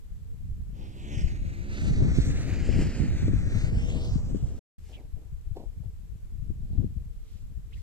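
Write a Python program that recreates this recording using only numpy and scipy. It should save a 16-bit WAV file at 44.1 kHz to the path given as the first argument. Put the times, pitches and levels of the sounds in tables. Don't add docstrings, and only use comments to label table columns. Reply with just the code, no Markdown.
import sys
import numpy as np
from scipy import signal
from scipy.fft import rfft, irfft, next_fast_len
from scipy.io import wavfile
from scipy.ndimage import uniform_filter1d, map_coordinates

SR = 44100
rng = np.random.default_rng(int(sys.argv[2]) if len(sys.argv) > 2 else 0)


def to_wav(s):
    ch = np.atleast_2d(s).T
    pcm = np.round(np.clip(ch, -1, 1) * 32767)
    wavfile.write(sys.argv[1], SR, pcm.astype(np.int16))


N = 344862
T = np.arange(N) / SR
DROPOUT_START_S, DROPOUT_END_S = 4.592, 4.783


def gain_of(db):
    return np.exp(np.asarray(db) * (np.log(10) / 20))


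def unit_rms(x):
    return x / np.sqrt(np.mean(x ** 2) + 1e-20)


def curves(rows):
    times, *columns = np.transpose(rows)
    return [np.interp(T, times, column) for column in columns]


def value_at(points, f):
    hz, value = np.transpose(points)
    return np.interp(np.log(f), np.log(hz), value)


def filtered(x, response):
    size = next_fast_len(N + 4096, True)
    gain = response(np.fft.rfftfreq(size, 1 / SR) + 1)
    return irfft(rfft(np.float32(x), size) * np.complex64(gain), size)[..., :N]


def coloured(x, spectrum):
    return unit_rms(filtered(x, lambda f: gain_of(value_at(spectrum, f))))


def noise(channels=1):
    return rng.standard_normal((channels, N))


def wander(rate_hz, channels=1):
    times = np.arange(0, T[-1] + 1, 1 / (2 * rate_hz))
    values = np.tanh(rng.standard_normal((len(times), channels)).T / 2)
    return unit_rms(np.array([np.interp(T, times, row) for row in values]))


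def delayed(x, ms):
    return map_coordinates(x, [np.arange(len(x)) - ms * SR / 1000], order=3)


def at_ports(x, lead_ms):
    return np.array([delayed(x, -lead_ms / 2), delayed(x, lead_ms / 2)])


def panned(pan_db):
    gains = np.array([gain_of(pan_db / 2), gain_of(-pan_db / 2)])
    return gains / np.sqrt(np.mean(gains ** 2, 0))


def add(mix, start_s, sound):
    part = mix[:, max(round(start_s * SR), 0):][:, :sound.shape[1]]
    part += sound[:, :part.shape[1]]


# frequency in Hz, relative level in dB.
BACKGROUND_SPECTRUM = [(100, -80.5), (330, -89), (500, -94.5), (700, -99), (1200, -101), (2500, -103),
                       (5000, -106), (7500, -107), (9500, -109), (14500, -107)]


def background(noise_db=-61.5, drone_db=-76.5, drone_hz=442.4, width_octaves=0.037):
    drone = filtered(noise(), lambda f: 1 / (1 + (np.log2(f / drone_hz) / width_octaves) ** 2))
    rumble_and_hiss = coloured(noise(2), BACKGROUND_SPECTRUM)
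    return gain_of(noise_db) * rumble_and_hiss + gain_of(drone_db) * unit_rms(drone)


# time in seconds, relative level in dB, pan in dB.
WIND_STRENGTH = [(0, -44.5, -0.5), (.55, -34, 2), (.98, -40, 3.5), (1.38, -28.5, 3), (1.68, -38, 6),
                 (1.92, -20.5, 3), (2.2, -23.5, -1.5), (2.48, -29.5, 7.5), (2.78, -23, 9.5),
                 (2.95, -30.5, -1), (3.35, -25, 3.5), (4.5, -30.5, 2), (4.8, -42.5, 3), (5.7, -43, 4),
                 (6.15, -40, 4.5), (6.75, -31.5, 0.5), (7.2, -44, 6.5), (7.82, -38.5, 7)]


def gusts(swirl_db=1, swell_db=4.5, swell_s=0.032):
    level_db, side_db = curves(WIND_STRENGTH)
    swells = np.zeros((2, N))
    for time_s, _, pan_db, _ in PORT_SLAPS:
        share = panned(pan_db)[:, None] ** 2 / 2
        swells = np.maximum(swells, share / (1 + ((T - time_s) / swell_s) ** 2))
    swirls = swirl_db * wander(5, channels=2)
    return level_db + np.array([side_db, -side_db]) / 2 + swirls + swell_db * swells


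def eddy(t, width_s):
    u = t / width_s
    return (1 + u - .9 * u ** 2) * np.exp(-u ** 2 / 2)


# frequency in Hz, relative level in dB.
RUMBLE_SPECTRUM = [(10, -5), (25, 3), (55, 4.5), (100, -3), (160, -26), (300, -49.5), (700, -68),
                   (3000, -91.5)]
# width in ms, count per second, level in dB relative to
# the breeze, dB gained per dB of gust.
EDDY_SIZES = [(5.3, 36, -9.5, .35), (3.4, 32, -7.5, .6), (2, 55, -5.5, 1.35), (1.2, 100, -15, 2),
              (.54, 110, -31.5, 2)]


def wind(rumble_db=-4, breeze_db=-29, size_spread_db=9):
    level_db = gusts()
    rumble = coloured(noise(2), RUMBLE_SPECTRUM)
    rumble = rumble / np.sqrt(uniform_filter1d(rumble ** 2, size=6000) + 1e-9)
    rumble = unit_rms(rumble + 0.14 * (rumble ** 2 - 1))
    lumps = gain_of(wander(14, channels=2))
    out = gain_of(level_db + rumble_db) * unit_rms(rumble * lumps)
    gust_db = np.minimum(level_db - breeze_db, 4.5)
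    crowding = gain_of(.5 * gust_db)
    bursts = gain_of(3 * wander(20, channels=2))
    t = np.arange(-1000, 1001) / SR
    for width_ms, per_s, db, growth in EDDY_SIZES:
        chance = rng.random((2, N)) / (crowding * per_s / SR)
        hits = chance < 1
        kicks = np.zeros((2, N))
        kicks[hits] = gain_of(size_spread_db * chance[hits]) * bursts[hits] / np.sqrt(crowding[hits])
        kicks[hits] = unit_rms(kicks)[hits] * gain_of(breeze_db + db + growth * gust_db[hits])
        shape = eddy(t, width_ms / 1000)
        shape /= np.linalg.norm(shape)
        out += signal.oaconvolve(np.float32(kicks), np.float32(shape)[None], "same", axes=1)
    return out


# time in seconds, relative peak in dB, pan in dB, width in ms.
PORT_SLAPS = [(.378, -35.5, 23, 2.8), (.515, -25, 0, 3.4), (.717, -40.5, 18, 2.7), (1.174, -23.5, 32, 2.05),
              (1.246, -13.5, 32, 3.15), (2.024, -14, 16.5, 1.29), (2.184, -11.5, -21, 1.02),
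              (2.29, -16, 25, 1.24), (2.689, -17, 36, 0.65), (2.789, -12.5, 8, 1),
              (2.811, -21.5, -4.5, 0.65), (3.001, -13.5, -38, 1.3), (3.28, -19.5, -1, 0.8),
              (3.334, -14, 26, 1.09), (3.55, -16.5, 7, 1.76), (3.755, -30, -20, 1.3),
              (3.955, -24, 27.5, 1.04), (4.124, -16, -24, 3.1), (4.157, -14, 35, 1.28),
              (4.3462, -17, 28, 0.82), (5.142, -24.5, 29, 4), (5.328, -28.5, 20.5, 2.6),
              (5.515, -23.5, 31, 2.93), (5.804, -27.5, 25, 2.1), (5.862, -25.5, 12.5, 2.8),
              (6.388, -29, 9.5, 3.1), (6.502, -30.5, 34.5, 0.84), (6.793, -16, 24.5, 1.58),
              (6.843, -18.5, 21, 1.01), (6.966, -23.5, 25, 1.82), (7.059, -37, -18.5, 1.8),
              (7.432, -35.5, 18.5, 3.05)]


def buffets(level_db=-1, peak_s=0.00267, spacing_s=0.00827, fade=0.76):
    out = np.zeros((2, N))
    t = np.arange(-1000, 3000) / SR
    for time_s, db, pan_db, width_ms in PORT_SLAPS:
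        slap = np.zeros(len(t))
        for k, stretch in enumerate(rng.uniform(0.75, 1.34, 3)):
            centre_s = peak_s + k * stretch * spacing_s
            slap += fade ** k * eddy(t - centre_s, width_ms / 1000 * (1 + 0.38 * k))
        slap *= gain_of(db + level_db) / abs(slap).max()
        add(out, time_s + t[0], panned(pan_db)[:, None] * slap)
    return out


# relative dB in slow flapping, then in fast.
OVERTONES = [(0, -3), (4.5, -1), (0, -2), (0, -1), (-8, 3), (-13, -5), (-10, -1), (-20, -10), (-17, -12),
             (-22, -19)]
# frequency in Hz, relative level in dB.
ROAR_SPECTRUM = [(60, -15), (150, -4), (220, 4.5), (380, -3), (500, -7), (750, -12.5), (1100, -23),
                 (2000, -31), (6000, -45)]


def sail_flutter(phase, flap_hz, regularity, slow_hz=75, fast_hz=79):
    fast = np.interp(flap_hz, [slow_hz, fast_hz], [0, 1])
    buzz = np.zeros(N)
    for k, (slow_db, fast_db) in enumerate(OVERTONES, 2):
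        level = gain_of(slow_db + fast * (fast_db - slow_db))
        buzz += level * np.cos(k * phase + rng.uniform(0, 2 * np.pi))
    roar = coloured(noise()[0], ROAR_SPECTRUM)
    return regularity * unit_rms(buzz) + np.sqrt(1 - regularity ** 2) * roar


# frequency in Hz, relative level in dB.
HISS_SPECTRUM = [(1500, -21), (3000, 3.5), (4200, -1.5), (5500, 0), (6700, -1.5), (8200, -6.5),
                 (9300, -14.5), (11000, -21.5), (15000, -24.5)]


def line_hiss(puffs, patchy_db=1.3):
    hiss = coloured(noise(3) * puffs, HISS_SPECTRUM)
    low = filtered(hiss, lambda f: 1 / (1 + (f / 4600) ** 10))
    low_and_mid = filtered(hiss, lambda f: 1 / (1 + (f / 6500) ** 10))
    bands = low, low_and_mid - low, hiss - low_and_mid
    swells = gain_of(patchy_db * wander(9, channels=3))
    return unit_rms(sum(swell * band for swell, band in zip(swells, bands)))


# time in seconds, relative strength from 0 to 1.
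ECHO_STRENGTH = [(4.05, 1), (4.3, .5)]


def ground_echo(x, delay_ms, strength=.66, dull_hz=9000, hard_ground_hz=750, height_spread=.075):
    echo = filtered(x, lambda f: strength / (1 + (f / dull_hz) ** 3))
    echo = echo * curves(ECHO_STRENGTH)[0]
    bass = filtered(echo, lambda f: 1 / (1 + (f / hard_ground_hz) ** 6))
    turn_rad = 2.2 * np.maximum(1 - delay_ms / .5, 0)
    echo = bass + (signal.hilbert(echo - bass) * np.exp(-1j * turn_rad)).real
    for height, share in (1 - height_spread, .25), (1, .5), (1 + height_spread, .25):
        x = x + share * np.array([delayed(port, delay_ms * height) for port in echo])
    return x


# time in seconds, airspeed in dB relative to a hard pull.
SAIL_SPEED = [(.82, -11.5), (.93, -18.5), (1.12, -2.5), (1.22, -5.5), (1.42, -16), (1.64, -8.5),
              (1.78, 0.5), (2.05, -1.5), (2.3, 1), (2.72, 0.5), (2.8, 9), (2.88, 0.5), (3.04, 1), (3.2, -5),
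              (3.44, -7), (3.54, .5), (3.65, -3), (3.76, -8.5), (3.97, 0.5), (4.07, -3), (4.24, -12),
              (4.56, -12.5)]
# time in seconds, speed in dB relative to a hard pull.
LINE_SWEEP = [(.82, -17), (.94, -17.5), (1.16, -5), (1.27, -8), (1.42, -14), (1.65, -11.5), (1.78, -4),
              (1.92, -2.5), (2.05, -5.5), (2.28, 2), (2.5, -4), (2.72, -3.5), (2.81, 2), (2.9, -2.5),
              (3.0, -1), (3.13, -5), (3.35, -8), (3.48, -7.5), (3.6, -1.5), (3.77, -9), (3.92, -2),
              (3.99, -5.5), (4.06, -2.5), (4.22, -12), (4.56, -14.5)]


def flight_levels(launch_s=0.845, fill_s=0.087, sink_s=4.1, sink_db_per_s=25):
    sail_db, lines_db = curves(SAIL_SPEED)[0], curves(LINE_SWEEP)[0]
    filling = np.exp(-(np.maximum(launch_s - T, 0) / fill_s) ** 2)
    aloft = filling * np.interp(T, [DROPOUT_START_S, DROPOUT_END_S], [1, 0])
    sinking_db = sink_db_per_s * np.maximum(T - sink_s, 0)
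    flutter = aloft * gain_of(-46 + 0.59 * sail_db)
    rush = aloft * gain_of(-49.5 + 0.54 * sail_db - sinking_db)
    hiss = aloft * gain_of(-49.5 + lines_db)
    return flutter, rush, hiss


# time in seconds, left port's lead in ms, ground echo's delay in ms.
FLIGHT_PATH = [(.7, -.375, .14), (1.0, -.375, .22), (1.1, -.375, .27), (1.2, -.37, .35), (1.33, -.35, .46),
               (1.7, -.27, .46), (1.92, -.22, .47), (2.15, -.177, .5), (2.3, -.13, .49), (2.45, -.1, .465),
               (2.72, -.01, .39), (3.03, .055, .42), (3.18, .072, .47), (3.3, .106, .5), (3.55, .152, .49),
               (3.7, .178, .42), (3.85, .192, .31), (3.95, .192, .235), (4.05, .18, .16), (4.28, .108, .1),
               (4.55, .03, .08)]
# time in seconds, flaps per second, regularity from 0 to 1.
EDGE_FLAPPING = [(.78, 65, .9), (.95, 65, .88), (1.17, 74.6, .94), (1.27, 72.8, .9), (1.42, 66, .7),
                 (1.62, 68, .88), (1.76, 71, .8), (2.0, 77, .35), (2.7, 90, .2), (3.3, 83, .15),
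                 (3.62, 80, .4), (3.8, 79, .68), (3.95, 80.8, .78), (4.07, 80, .7), (4.22, 72, .2)]
# frequency in Hz, relative level in dB.
RUSH_SPECTRUM = [(400, -4), (900, 3), (1150, 4), (1450, 2), (2200, 0), (3100, -5), (4500, -21), (8000, -36),
                 (15000, -50)]
# frequency in Hz, share of the power.
DIRECT_SHARE = [(900, .98), (2600, .96), (3600, .92), (4800, .88), (6000, .8), (7500, .56), (9500, .38)]


def flying_kite(jitter=0.01195, puff_depth=0.063, flicker_db=1.21, pan_db_per_ms=4):
    flutter_gain, rush_gain, hiss_gain = flight_levels()
    lead_ms, echo_ms = curves(FLIGHT_PATH)
    flap_hz, regularity = curves(EDGE_FLAPPING)
    phase = 2 * np.pi * np.cumsum(flap_hz * (1 + jitter * wander(33.4)[0])) / SR
    sail = flutter_gain * sail_flutter(phase, flap_hz, regularity)
    puffs = (1 + puff_depth * np.cos(phase)) * gain_of(flicker_db * wander(30)[0])
    air = rush_gain * coloured(noise(3) * puffs, RUSH_SPECTRUM) + hiss_gain * line_hiss(puffs)
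    direct = sail + filtered(air[0], lambda f: np.sqrt(value_at(DIRECT_SHARE, f)))
    spread = filtered(air[1:], lambda f: np.sqrt(1 - value_at(DIRECT_SHARE, f)))
    kite = ground_echo(at_ports(direct, lead_ms) + spread, echo_ms)
    return kite * panned(pan_db_per_ms * lead_ms)


# middle in seconds, half length in seconds, relative level in dB, pan in dB.
LINGERING_GUSTS = [(1.901, 0.034, -28, 27), (2.042, 0.057, -22, 2), (2.299, 0.024, -27, 9),
                   (2.762, 0.042, -26, 12.5), (2.858, 0.037, -25, -4), (3.037, 0.041, -24.5, -15),
                   (3.297, .06, -31.5, 3.5), (3.937, 0.033, -35, 11.5), (6.832, 0.039, -32, 9)]


def shudders(pitch_hz=165, width_octaves=0.89, level_db=-2.5):
    train = filtered(noise(2), lambda f: 1 / (1 + (np.log2(f / pitch_hz) / width_octaves) ** 2 / 2) ** 3)
    train = unit_rms(train)
    train = train / np.sqrt(uniform_filter1d(train ** 2, size=1500) + 1e-9)
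    power = np.zeros((2, N))
    for middle_s, half_s, db, pan_db in LINGERING_GUSTS:
        swell = gain_of(db + level_db) * np.exp(-((T - middle_s) / half_s) ** 2)
        power += (panned(pan_db)[:, None] * swell) ** 2
    return train * np.sqrt(power)


# middle in seconds, half length in seconds,
# relative level in dB, pitch in Hz, glide in octaves per second, width in octaves, left lead in ms.
AIR_CUTS = [(2.288, 0.036, -54.5, 6900, -4, 0.13, -.12), (4.049, .06, -58, 4590, .5, .25, .18),
            (4.904, 0.079, -68.5, 5260, -0.5, 0.74, 0), (4.916, 0.087, -69.5, 2300, 0.5, 0.74, 0),
            (4.947, 0.016, -53.5, 3020, 2.5, 0.19, -0.51), (4.977, .019, -62.5, 2470, -12, .13, -.45),
            (6.767, 0.16, -78.5, 3500, 0, 0.7, 0), (7.332, 0.11, -70, 3650, 0.5, 1, .06),
            (7.732, .011, -60.5, 2610, 42.5, 0.26, -0.38), (7.742, 0.009, -59.5, 2710, -6.5, 0.07, -0.49),
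            (7.74, .008, -66, 3600, -0.5, .3, -.45), (7.776, 0.013, -67, 2040, -4.5, 0.22, -0.5),
            (7.78, 0.07, -68, 3800, 2.5, 1, 0.053)]


def swishes(scatter=0.79):
    out = np.zeros((2, N))
    for middle_s, half_s, db, pitch_hz, glide, width, lead_ms in AIR_CUTS:
        hz, frame_s, spectra = signal.stft(rng.standard_normal((3, SR // 2)), SR, nperseg=256)
        centre_s = frame_s[-1] / 2
        bend = glide * np.clip(frame_s - centre_s, -2 * half_s, 2 * half_s)
        octaves_off = np.log2((hz[:, None] + 1) / pitch_hz) - bend
        _, band = signal.istft(spectra / (1 + (octaves_off / width) ** 2 / 2) ** 2, SR, nperseg=256)
        t = np.arange(band.shape[1]) / SR - centre_s
        swish = unit_rms(band) * gain_of(db) * np.exp(-(t / half_s) ** 2)
        add(out, middle_s - centre_s, at_ports(swish[0], lead_ms) + scatter * swish[1:])
    return out


# start in seconds, decay in seconds, level in dB, left lead in ms.
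SAIL_TWITCHES = [(4.878, 0.21, -55, -0.12), (4.976, 0.032, -49.5, -0.063), (5.158, 0.09, -56, -0.13),
                 (5.551, 0.05, -35.5, -0.14), (5.622, 0.015, -50, -0.19), (5.822, 0.053, -58, 0.024),
                 (6.708, 0.14, -58, -0.0089)]
# frequency in Hz, relative level in dB.
CLOTH_SPECTRUM = [(60, -30), (230, 6.5), (400, 2), (560, -1.5), (760, -3.5), (950, -11), (1300, -33.5),
                  (4000, -26.5), (9000, -39.5), (15000, -44)]


def grounded_sail(rise_s=0.023, crumple_db=2.5):
    out = np.zeros((2, N))
    cloth = coloured(noise()[0] * gain_of(crumple_db * wander(130)[0]), CLOTH_SPECTRUM)
    t = np.arange(SR // 3) / SR
    for start_s, decay_s, db, lead_ms in SAIL_TWITCHES:
        fill = np.minimum(t / rise_s, 1) * np.exp(-t / decay_s) * (1 - t / t[-1])
        thud = gain_of(db) * fill * cloth[round(start_s * SR):][:len(t)]
        add(out, start_s, at_ports(thud, lead_ms))
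    return out


def scene():
    return wind() + buffets() + shudders() + flying_kite() + grounded_sail() + swishes() + background()


# frequency in Hz, width in Hz, boost in dB.
PORT_RINGS = [(7600, 1140, 8), (6900, 1200, 1)]
# frequency in Hz, phase lag in radians.
RIGHT_LAG = [(1000, 0), (3000, .18), (5000, .55), (6000, 1), (7000, 1.9), (8000, 1.3), (11000, 0)]


def record(dry, cutoff_hz=14300):
    def bell(f, hz, width_hz, db):
        return gain_of(db / (1 + (2 * (f - hz) / width_hz) ** 2))

    def left_port(f):
        return bell(f, *PORT_RINGS[0]) * bell(f, hz=5500, width_hz=4850, db=-3)

    def right_port(f):
        lag = np.exp(-1j * value_at(RIGHT_LAG, f))
        return bell(f, *PORT_RINGS[1]) * bell(f, hz=8200, width_hz=1000, db=-5) * lag

    ports = np.array([filtered(dry[0], left_port), filtered(dry[1], right_port)])
    audible = uniform_filter1d(1. * ((T < DROPOUT_START_S) | (T > DROPOUT_END_S)), size=200)
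    lowpass = signal.firwin(1023, cutoff_hz, window=("kaiser", 9), fs=SR)
    return signal.oaconvolve(ports * audible, lowpass[None], "same")


dry = scene()
out = record(dry)
to_wav(out)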